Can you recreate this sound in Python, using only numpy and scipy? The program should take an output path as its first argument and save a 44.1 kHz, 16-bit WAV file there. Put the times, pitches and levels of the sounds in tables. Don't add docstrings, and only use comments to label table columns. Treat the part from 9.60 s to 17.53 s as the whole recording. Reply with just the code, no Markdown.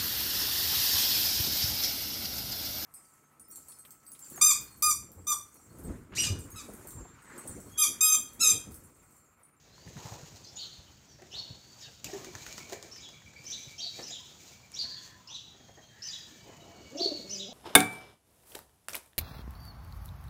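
import sys
import numpy as np
from scipy import signal
from scipy.io import wavfile
from scipy.ndimage import uniform_filter1d

SR = 44100
rng = np.random.default_rng(int(sys.argv[2]) if len(sys.argv) > 2 else 0)


def wav_record(signal):
    frames = np.transpose(np.atleast_2d(signal))
    bounded = np.clip(frames, -1, 1)
    quanta = np.round(bounded * 32767).astype(np.int16)
    wavfile.write(sys.argv[1], SR, quanta)


def boost(x):
    u = np.asarray(x, float) / 20
    return 10 ** u


N = 349713
AIR = [1, 1j] @ rng.standard_normal((2, 2 * N))


def evened(x):
    return x / np.sqrt(np.mean(x ** 2) + 1e-20)


def read(points, hz):
    f, value = np.transpose(points)
    return np.interp(np.log(hz + 1), np.log(f + 1), value)


def add(mix, s, sound):
    part = mix[max(round(s * SR), 0):][:len(sound)]
    part += sound[:len(part)]


def span(length):
    return np.arange(0, max(length, .004), 1 / SR)


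def band(x, low_hz, high_hz, order):
    return signal.sosfilt(signal.butter(order, [low_hz, high_hz], "band", fs=SR, output="sos"), x)


def ring(hz, width_hz, shape):
    settle = 3000
    r = np.exp(-np.pi * width_hz / SR)
    raw = AIR[rng.integers(N):][:len(shape) + settle]
    wobble = signal.lfilter([1], [1, -2 * r, r * r], raw)[settle:]
    phase = 2 * np.pi * np.cumsum(hz * np.ones(len(shape))) / SR
    tone = (wobble * np.exp(1j * phase)).real
    return evened(shape * tone) * np.sqrt(np.mean(shape ** 2))


def noise(colour, patchy_db, flicker_db):
    frames, hz = N // 256 + 2, np.fft.rfftfreq(1024, 1 / SR)
    a, b, patches = rng.standard_normal((frames, len(hz), 3)).T
    patches = uniform_filter1d(patches, size=12, axis=0)
    patches = evened(uniform_filter1d(patches, size=12, axis=1))
    flicker = evened(uniform_filter1d(rng.standard_normal(frames), size=3))
    db = read(colour, hz)[:, None] + patchy_db * patches + flicker_db * flicker
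    z = (a + 1j * b) * boost(db)
    return evened(signal.istft(z, nperseg=1024, noverlap=768)[1][:N])


# (frequency [Hz], level per Hz [dB])
TOWN = [(15, -53), (25, -57), (75, 4.5), (113, 9.5), (331, -10), (399, -59), (703, -40), (1300, -12.5),
        (2170, -15.5), (4500, -11), (5430, -13.5), (6730, -8.5), (9050, -28), (11800, -30), (15500, -21)]


def town():
    return boost(-60) * noise(TOWN, 1.3, 1.0)


# (time [s], length [s], start pitch [Hz], end pitch [Hz], level [dB])
SQUEALS = [(4.16, .15, 690, 680, -62), (5.06, 0.82, 1050, 990, -67.5), (4.59, .07, 1010, 1000, -64),
           (6.68, .22, 2330, 2290, -68), (5.86, .6, 3330, 3136, -67.5), (5.86, .5, 6570, 6440, -67.5),
           (6.17, .25, 3920, 3880, -72), (6.99, .08, 3860, 3840, -67), (6.852, .44, 681, 673, -64),
           (6.85, 1.3, 2290, 2170, -67.5), (.86, .11, 3520, 3480, -71), (1.48, .1, 4650, 4500, -70)]
# (time [s], length [s], start pitch [Hz], end pitch [Hz], level [dB])
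SWEEPS = [(0.065, 0.27, 3750, 5170, -65), (1.915, 0.35, 4320, 4770, -62.5), (3.746, 0.088, 4600, 4730, -61),
          (6.504, 1.4, 3100, 2750, -66), (6.74, 0.14, 4300, 4900, -68), (7.9, 0.12, 674, 735, -47.5),
          (7.17, .07, 340, 330, -56), (7.04, .09, 225, 215, -57), (6.68, .12, 330, 250, -59),
          (5.17, 0.097, 9150, 8950, -69), (5.3, .2, 6600, 6800, -63), (6.65, .2, 1780, 1740, -66),
          (6.47, 0.039, 2200, 2380, -62), (6.2, .15, 4200, 4400, -70)]
# (time [s], length [s], start pitch [Hz], end pitch [Hz], level [dB])
WHOOSHES = [
    (5.17, 0.5, 1760, 1750, -62),
    (6.25, 0.49, 1800, 1810, -61),
    (7.091, 0.37, 4370, 4550, -65),
    (.33, 0.317, 909, 892, -55.5),
    (2.201, 0.12, 1860, 1555, -63),
    (2.454, 0.027, 2720, 2470, -48.5),
]


def far():
    out = np.zeros(N)
    for rows, width_hz in ((SQUEALS, 62), (SWEEPS, 180), (WHOOSHES, 320)):
        for s, length, from_hz, to_hz, db in rows:
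            u = span(length) / length
            hz = from_hz + (to_hz - from_hz) * u
            shape = signal.windows.tukey(len(u), .7)
            sound = ring(hz, width_hz, shape)
            if rows is SQUEALS:
                sound = sound + boost(-6) * shape * np.sin(2 * np.pi * np.cumsum(hz) / SR)
            add(out, s, boost(db) * sound)
    return out


# (time into call [s], length [s], start pitch [Hz], end pitch [Hz], level [dB])
CHEEP = ([(0, .036, 2546, 3010, -4), (.003, 0.0374, 3124, 3290, 10.5)], [(.026, 0.024, 3300, 4500, -2.5),
         (.044, 0.048, 4640, 4330, -2.5)])
RISER = ([(.008, .045, 2520, 3560, 0)], [(.03, 0.035, 3186, 4370, -12), (.058, .045, 4650, 3950, -4)])
CHIRRUP = ([(0, .03, 2526, 3073, 0.011), (.03, 0.0303, 3087, 2940, 2.2), (.048, .032, 2680, 2410, -2),
           (.056, 0.097, 7300, 6780, -2)], [(.088, 0.022, 3100, 4000, -7), (.106, 0.022, 4120, 3900, -1),
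           (.121, .04, 3750, 3200, -2)])
# (time [s], lead level [dB], main level [dB], pitch reach [ratio], pace stretch [ratio])
CHEEPS = [
    (1.711, -68.5, -40, 0.94, 1.08),
    (4.176, -58.5, -35.5, 1.03, 0.87),
]
RISERS = [
    (5.127, -62.5, -31.5, 1.12, 0.95),
]
CHIRRUPS = [
    (3.309, -67, -50.5, 0.81, 1.04),
    (4.423, -61, -42, 0.84, 0.89),
    (6.418, -59.5, -45, 0.85, 0.98),
    (7.692, -58, -43, 0.8, 0.97),
]
# (starting pitch [Hz], octave over tone [dB])
OCTAVE = [(2550, 17), (3040, 19.5), (3120, -0.5), (3150, -18), (4600, -20)]
# (time [s], length [s], start pitch [Hz], end pitch [Hz], level
# [dB])
PEEPS = [(0.838, 0.014, 6500, 5800, -52), (0.864, 0.014, 4440, 5500, -52), (0.954, 0.0235, 6800, 6950, -47),
         (0.96, 0.016, 6570, 3730, -48), (0.964, 0.057, 2750, 3520, -54), (0.98, 0.022, 3800, 4700, -43),
         (1.0, 0.05, 4700, 3600, -42.5), (1.498, 0.054, 6060, 5320, -63), (2.217, 0.053, 3730, 3720, -56),
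         (2.204, 0.057, 5450, 4200, -52), (3.848, 0.02, 5100, 5600, -50), (3.897, 0.028, 5850, 6300, -37.5),
         (3.862, 0.03, 6250, 5900, -44), (1.717, 0.03, 2587, 3410, -47.5),
         (3.919, 0.021, 3254, 4320, -41.5), (3.925, 0.03, 4104, 3795, -41), (4.252, 0.031, 4010, 3870, -43),
         (5.29, 0.07, 4900, 4250, -47), (5.36, 0.025, 3450, 3350, -53), (5.762, 0.012, 4700, 4300, -54),
         (5.672, .012, 4900, 5500, -47), (5.684, .04, 5500, 6400, -52), (5.72, .05, 6600, 5500, -52),
         (5.68, .04, 2750, 3200, -54), (5.7, .04, 3250, 3950, -47), (5.74, .035, 4150, 3400, -40.5),
         (5.77, .03, 3500, 3200, -52), (3.86, .05, 3000, 3250, -59), (3.93, .016, 4720, 4350, -50),
         (1.04, .04, 6900, 6200, -56), (1.48, .03, 6000, 5950, -64), (7.75, .02, 7350, 7250, -52),
         (7.815, .02, 7100, 6600, -53),
         (.963, 0.019, 3630, 3700, -50.5), (1.0, 0.064, 4000, 3000, -51.5),
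           (1.26, 0.025, 3150, 2900, -65), (1.708, 0.026, 2890, 3260, -56), (1.735, .03, 3410, 4100, -47),
           (1.765, 0.047, 3870, 3560, -50.5), (1.778, .015, 4980, 5560, -49),
           (2.197, 0.04, 7000, 6700, -59), (2.198, .03, 6200, 5500, -57), (2.22, .06, 3300, 2600, -58),
           (5.183, .045, 4870, 4800, -42), (5.205, .03, 4500, 4350, -36), (6.418, .015, 4500, 4900, -53),
           (4.478, .018, 7400, 7350, -54), (4.53, .04, 7400, 6600, -56), (.845, .014, 5200, 3700, -50),
           (.875, .03, 5700, 5300, -59), (4.25, .025, 4550, 4500, -41), (3.44, .015, 7000, 6500, -58),
           (3.914, .014, 6200, 7200, -48), (5.14, 0.033, 5000, 7360, -49), (6.445, 0.029, 6150, 6000, -44),
           (6.482, 0.026, 4800, 4700, -48), (6.528, .02, 3920, 3850, -45), (7.796, .022, 3920, 3820, -43),
           (7.364, 0.035, 6200, 6320, -48), (7.368, 0.025, 5040, 5770, -43),
           (7.372, 0.031, 2710, 3000, -54), (7.375, 0.02, 3350, 3500, -51),
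           (7.392, 0.023, 3480, 4750, -34.5), (7.414, 0.023, 4750, 4450, -30.5),
           (7.437, 0.034, 4430, 4263, -31.5), (7.705, 0.048, 6180, 5900, -41), (7.7, .04, 2850, 3050, -61),
           (7.748, 0.021, 4950, 4880, -50)]


def strokes():
    reach_from_hz = 3100
    for shape, calls in ((CHEEP, CHEEPS), (RISER, RISERS), (CHIRRUP, CHIRRUPS)):
        for s, lead_db, main_db, reach, stretch in calls:
            for part, part_db in zip(shape, (lead_db, main_db)):
                for after, length, *hz, db in part:
                    octave_db = part_db + db + read(OCTAVE, hz[0])
                    if part is shape[1]:
                        hz = [reach_from_hz + (f - reach_from_hz) * reach for f in hz]
                    yield s + after * stretch, length * stretch, *hz, part_db + db, octave_db
    for *stroke, db in PEEPS:
        yield *stroke, db, db - 17.5


def sparrows():
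    bend, swell_db = -.03, 14.5
    out, top = np.zeros(N), np.zeros(N)
    for s, length, from_hz, to_hz, db, octave_db in strokes():
        u = span(length) / length
        hz = from_hz + (to_hz - from_hz) * (u + bend * np.sin(2 * np.pi * u))
        shape = signal.windows.tukey(len(u), .45)
        rasp = boost(-5.5) * ring(hz * 0.95, 800.0, shape) + boost(-20.) * ring(hz * 1.3, 1700.0, shape)
        swell = boost(db + swell_db * np.log2(hz / hz.max()))
        octave = ring(2 * hz, 193.0, shape) + boost(-8.0) * ring(2 * hz, 1350.0, shape)
        add(out, s, swell * (ring(hz, 150.0, shape) + rasp))
        add(out, s, boost(octave_db) * octave)
        add(top, s, boost(max(db, octave_db) - 38.0) * ring(3 * hz, 500., shape))
        add(top, s, boost(octave_db - 31.5) * ring(4 * hz, 400., shape))
    return top + band(out, 2500., 7300., 6)


# (frequency [Hz], time to fall 60 dB [s])
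YARD = [(300, 0.54), (2500, 0.63), (4500, 0.55), (7000, 0.48), (12000, 0.28)]
# (delay [s], level [dB])
WALLS = [
    (0, 2.5),
    (.04, -0.5),
    (.08, -4),
    (.12, 2.5),
    (.16, 1),
    (.2, 1.5),
    (.25, -0.5),
    (.3, 3),
    (.5, -34),
]


def yard(x):
    paths, turn_s = 7, .06
    taps = np.zeros((paths, SR))
    at = np.arange(200, SR - 20, 20)
    size = (paths, len(at))
    np.put_along_axis(taps, at + rng.integers(0, 20, size), rng.choice([-1., 1.], size), axis=1)
    hz, t, z = signal.stft(taps, SR, nperseg=256)
    decay_db = -60 * t / read(YARD, hz)[:, None]
    wall_db = np.interp(t, *np.transpose(WALLS))
    tails = signal.istft(z * boost(decay_db + wall_db), SR, nperseg=256)[1]
    away = (np.arange(N) / SR / turn_s - np.arange(paths)[:, None]) % paths - 1
    share = np.cos(np.pi / 2 * np.clip(away, -1, 1))
    echoes = signal.fftconvolve(x * share, tails / np.linalg.norm(tails[0]), axes=1)
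    return echoes[:, :N].sum(axis=0)


# (frequency [Hz], level per Hz [dB])
HISS = [(1530, -14), (2600, -6), (3500, -5.5), (4150, -2.5), (5380, -3.5), (6770, 2), (9520, -19.5),
        (11900, -18), (15300, -13)]
# (frequency [Hz], level per Hz [dB])
SWISH = [(140, -2), (230, -2), (338, -0.5), (440, -3.5), (943, -6.5), (1250, -12), (2600, -18), (3380, -78),
         (5720, -120)]
# (peak time [s], rise [s], fall [s], swish level [dB], hiss
# over swish [dB])
SWELLS = [(.46, 0.16, 0.28, -55, -8), (1.04, 0.24, 0.26, -66.5, -3.5), (1.77, 0.083, 0.29, -63, -6.5),
          (2.25, 0.23, 0.18, -70.5, 1.5), (2.46, 0.017, 0.43, -54, -8.5), (2.87, 0.07, 0.13, -59, -1.5),
          (2.98, 0.054, 0.071, -61, 1), (3.13, 0.033, 0.032, -52.5, -9.5), (3.3, 0.2, 0.48, -64.5, -8),
          (3.89, 0.075, 0.38, -64.5, 1), (4.37, 0.1, 0.22, -70, 6.5), (4.39, 0.032, 0.11, -59, -6),
          (4.7, 0.11, 0.3, -73.5, 3), (4.931, 0.29, 0.056, -71.5, 5), (5.13, 0.011, 0.25, -63.5, -5),
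          (2.56, 0.045, 0.091, -65.5, 1.5), (2.68, 0.036, 0.059, -66.5, -2), (2.78, 0.026, 0.062, -66.5, 2),
          (.3, 0.037, .06, -62.5, -11), (.64, 0.046, .16, -66, -4), (.77, .04, .05, -68, -2),
          (7.19, 0.055, 0.073, -64, -17), (5.47, 0.26, 0.065, -72, 5), (6.49, 0.089, 0.61, -67.5, -1),
          (6.881, 0.027, 0.55, -57.5, -24), (7.42, 0.12, 0.22, -71.5, 5.5), (7.75, 0.21, 0.12, -71, 4)]


def feathers():
    t = np.arange(N) / SR
    swish_power, hiss_power = boost(-69.5) ** 2, boost(-101) ** 2
    for s, rise_s, fall_s, db, hiss_db in SWELLS:
        away = np.where(t < s, (s - t) / rise_s, (t - s) / fall_s)
        burst = boost(db - 10 * away) ** 2
        swish_power = swish_power + burst
        hiss_power = hiss_power + burst * boost(hiss_db) ** 2
    grains = rng.exponential(1, N) * (rng.random(N) < .006)
    grain = evened(1 + 0.18 * evened(uniform_filter1d(grains, size=60)))
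    hiss = np.sqrt(hiss_power) * boost(12.5) * noise(HISS, 0.96, 1.73) * grain
    return hiss + np.sqrt(swish_power) * boost(4.0) * noise(SWISH, 2.8, 1.1)


# (time [s], peak level [dB], pitch [Hz])
PUSHES = [(0.265, -35.5, 118.6), (0.363, -32.5, 148), (0.45, -32, 124), (0.513, -34, 99), (0.629, -38, 130),
          (0.725, -41, 96), (0.826, -47, 134), (0.924, -45, 93.5), (1.181, -39.5, 76), (1.538, -50, 87),
          (1.75, -42, 96), (1.809, -43, 73), (1.899, -33.5, 102), (2.269, -48, 125), (2.448, -42.5, 95),
          (2.742, -38.5, 95), (2.812, -45.5, 106), (2.87, -43, 99), (4.067, -40, 144), (5.25, -46, 120),
          (6.471, -54, 135)]


def pushes():
    out = np.zeros(N)
    u = span(0.033) / 0.04
    shape = np.clip(u / 0.28, 0, 1) * (1 - u)
    for s, db, hz in PUSHES:
        add(out, s - .004, boost(db - 5.5) * ring(hz, 97.0, shape))
    return out


# (time [s], peak level [dB])
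TICKS = [(.19, -54), (.2865, -46), (.3765, -46), (.4605, -47), (4.435, -52), (2.4445, -33), (4.393, -50),
         (4.65, -53), (5.1187, -35), (6.14, -55), (6.272, -56)]


def ticks():
    out, t = np.zeros(N), span(.006)
    for s, db in TICKS:
        add(out, s, boost(db) * .5 * ring(8800., 4500., np.exp(-t / 0.00074)))
    return out


# (time [s], peak level [dB])
WHISTLES = [(2.4424, -49), (2.567, -58), (2.66, -45), (2.7946, -47), (2.8877, -42.5), (3.0007, -40),
            (3.1236, -44), (3.228, -52), (3.375, -48.5), (3.532, -47), (3.654, -45.5), (3.7503, -40.5),
            (3.8607, -45), (3.9723, -44.5), (4.079, -43), (4.2, -55), (4.3363, -46.5), (4.476, -51),
            (4.7964, -53.5), (4.9172, -51), (5.0253, -50.5), (5.129, -48.5)]


def whistles():
    out = np.zeros(N)
    u = span(.1) / .1
    hz = 2350 * (.98 + 0.024 * u)
    shape = np.clip(u / 0.12, 0, 1) * (1 - u) ** 0.7
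    for s, db in WHISTLES:
        add(out, s - .004, boost(db - 12.0) * ring(hz, 160.0, shape))
    return out


# (time [s], peak level [dB], body over snap [dB], body pitch [Hz])
CLAPS = [(0.18, -52, 6, 924), (0.276, -48, 4, 2000), (0.368, -46, 4, 1400), (0.54, -37, -6, 965),
         (0.634, -43, -6, 1170), (1.6208, -43, -2, 2050), (2.4435, -22.5, -33, 2200),
         (2.4441, -28.5, -23, 930), (2.536, -32, -22, 1790), (2.646, -29, -9.5, 1910),
         (2.7521, -29, -2, 1450), (2.8645, -31, -2, 1556), (2.9265, -28, -45, 1630),
         (2.9796, -28.5, -5, 1290), (3.0968, -33.5, -9, 1350), (3.124, -30.5, -24, 930),
         (3.1309, -27.5, -22, 1980), (3.2266, -30, -13.5, 880), (3.3607, -40, -4, 1890),
         (3.489, -36.5, -9, 940), (3.62, -51, 3, 1700), (3.735, -50, 0, 1800), (3.843, -43.5, -3, 800),
         (4.3938, -38, -4, 930), (5.2534, -42, -1, 1860), (6.4732, -35, -24, 1746)]


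def claps():
    out, t = np.zeros(N), span(.12)
    snap = noise([(f, db + np.log2(f)) for f, db in HISS], 0.069, .1)
    rise = np.clip(t / .0002, 0, 1)
    rattle, rush = 0.16 * np.exp(-t / 0.009), .065 * np.exp(-t / .045)
    burst = rise * (np.exp(-t / 0.0017) + rattle + rush)
    for s, db, body_db, hz in CLAPS:
        air = snap[round(s * SR):][:len(t)] * burst
        body = ring(hz, 1200.0, rise * np.exp(-t / 0.0042))
        add(out, s, boost(db - 2.0) * (air / abs(air).max() + boost(body_db) * body / abs(body).max()))
    return out


# (time [s], peak level [dB], low pitch [Hz], upper part [dB])
GRUNTS = [(1.588, -53, 298, 4.5), (1.619, -43, 340, -4), (1.734, -48.5, 485, -3.5), (2.49, -47, 358, 5),
          (2.534, -29, 345, -10), (2.548, -37, 380, -8), (2.28, -52, 500, 0), (2.61, -42, 370, -6),
          (2.569, -37, 356, -12), (2.667, -35, 343, -31), (3.122, -31.5, 400, -3), (3.135, -36, 520, -2),
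          (.372, -46, 420, 0), (.455, -44, 520, 2), (.52, -45, 480, 2), (.585, -49, 500, 0),
          (3.237, -43.5, 352, -5), (4.389, -37, 340, -0.5), (4.437, -52, 265, -3), (4.506, -52, 475, 6),
          (5.236, -47, 224, -0.5), (5.943, -52.5, 356, -1), (6.001, -49, 300, -3.5), (6.085, -50, 516, 2.5),
          (6.19, -52, 300, 5), (3.96, -56, 620, 0), (4.197, -58, 700, 0), (4.41, -52, 400, 4),
          (6.173, -50, 360, 5.5)]


def grunts():
    out = np.zeros(N)
    u = span(0.018) / 0.034
    shape = np.clip(u / 0.2, 0, 1) * (1 - u)
    for s, db, hz, upper_db in GRUNTS:
        upper = ring(699.6, 255.0, shape) + boost(-6.5) * ring(1836.0, 330.0, shape)
        add(out, s - .003, boost(db - 7.0) * (ring(hz, 89.0, shape) + boost(upper_db) * upper))
    return out


def voice(rows):
    s, *columns = np.transpose(rows)
    t = np.arange(s[0], s[-1], 1 / SR)
    db, hz, *rest = (np.interp(t, s, c) for c in columns)
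    shaky = 1 + 0.036 * evened(uniform_filter1d(AIR.real[:len(t)], size=300))
    level = boost(db) * signal.windows.tukey(len(t), .1)
    return t, level, 2 * np.pi * np.cumsum(hz * shaky) / SR, *rest


# (time [s], level [dB], pitch [Hz], octave [dB])
ROLL = [
    (7.3, -60, 200, -3),
    (7.335, -50, 270.7, -1),
    (7.36, -50.5, 294.5, 3),
    (7.4, -46, 333, 4),
    (7.445, -45.5, 341.5, 1),
    (7.49, -49.5, 317, 5),
    (7.525, -46.5, 290, 5),
    (7.56, -56, 286, 0),
    (7.625, -66, 258, 1),
]
# (time [s], peak level [dB], pitch [Hz], rise [s], fall [s])
THROBS = [
    (7.361, -35.5, 295, 0.014, 0.015),
    (7.414, -25.5, 356, 0.0076, .003),
    (7.46, -26.5, 392, 0.0022, 0.0096),
    (7.486, -39, 417, .005, 0.0071),
    (7.519, -32.5, 307, 0.0025, 0.013),
    (7.55, -43, 354, .006, .01),
    (7.595, -44, 240, 0.0052, .01),
    (7.6, -46.5, 472, .008, 0.012),
]
# (time [s], level [dB], pitch [Hz])
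COO = [
    (7.635, -49, 191.6),
    (7.68, -54.5, 196.9),
    (7.74, -48, 197.8),
    (7.79, -51.5, 193.3),
    (7.84, -48, 191),
    (7.875, -49.5, 198),
    (7.895, -46.5, 253),
    (7.92, -70, 225.5),
]
COO_PARTS_DB = [-0.5, -4, -4.5, -27]


def coo():
    out = np.zeros(N)
    t, level, phase, octave_db = voice(ROLL)
    flutter = 1 + 0.54 * np.cos(2 * np.pi * 24.9 * (t - 7.44))
    add(out, t[0], 1.17 * level * (np.sin(phase) + flutter * boost(octave_db) * np.sin(2 * phase)))
    breath = evened(band(AIR.imag[:len(t)], 280., 720., 2))
    add(out, t[0], boost(-13.5) * level * breath)
    for s, db, hz, rise_s, fall_s in THROBS:
        lump = np.exp(-((t - s) / np.where(t < s, rise_s, fall_s)) ** 2)
        beat = np.sin(2 * np.pi * hz * (t - s)) + boost(-19.5) * breath
        add(out, t[0], boost(db) * lump * beat)
    t, level, phase = voice(COO)
    hum = sum(boost(db) * np.sin((k + 1) * phase) for k, db in enumerate(COO_PARTS_DB))
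    add(out, t[0], level * evened(hum))
    return out


def scene():
    wings, throats, song = claps() + whistles(), grunts(), coo()
    birds = boost(-1.0) * sparrows()
    echo = yard(boost(-6.5) * wings + boost(-4.5) * throats + boost(-9.5) * song + birds)
    flock = wings + throats + song + pushes() + feathers() + ticks()
    return (town() + far() + birds + echo + flock)[None]


def low_pass(x):
    return signal.sosfilt(signal.butter(12, 16670, fs=SR, output="sos"), x)


def record(dry):
    thin = signal.sosfilt(signal.butter(3, 55., "high", fs=SR, output="sos"), dry)
    top_cut = signal.firwin(511, 15590, window=("kaiser", 6), fs=SR)
    thin = signal.oaconvolve(thin, top_cut[None], "same")
    return low_pass(thin)


dry = scene()
out = record(dry)
wav_record(out)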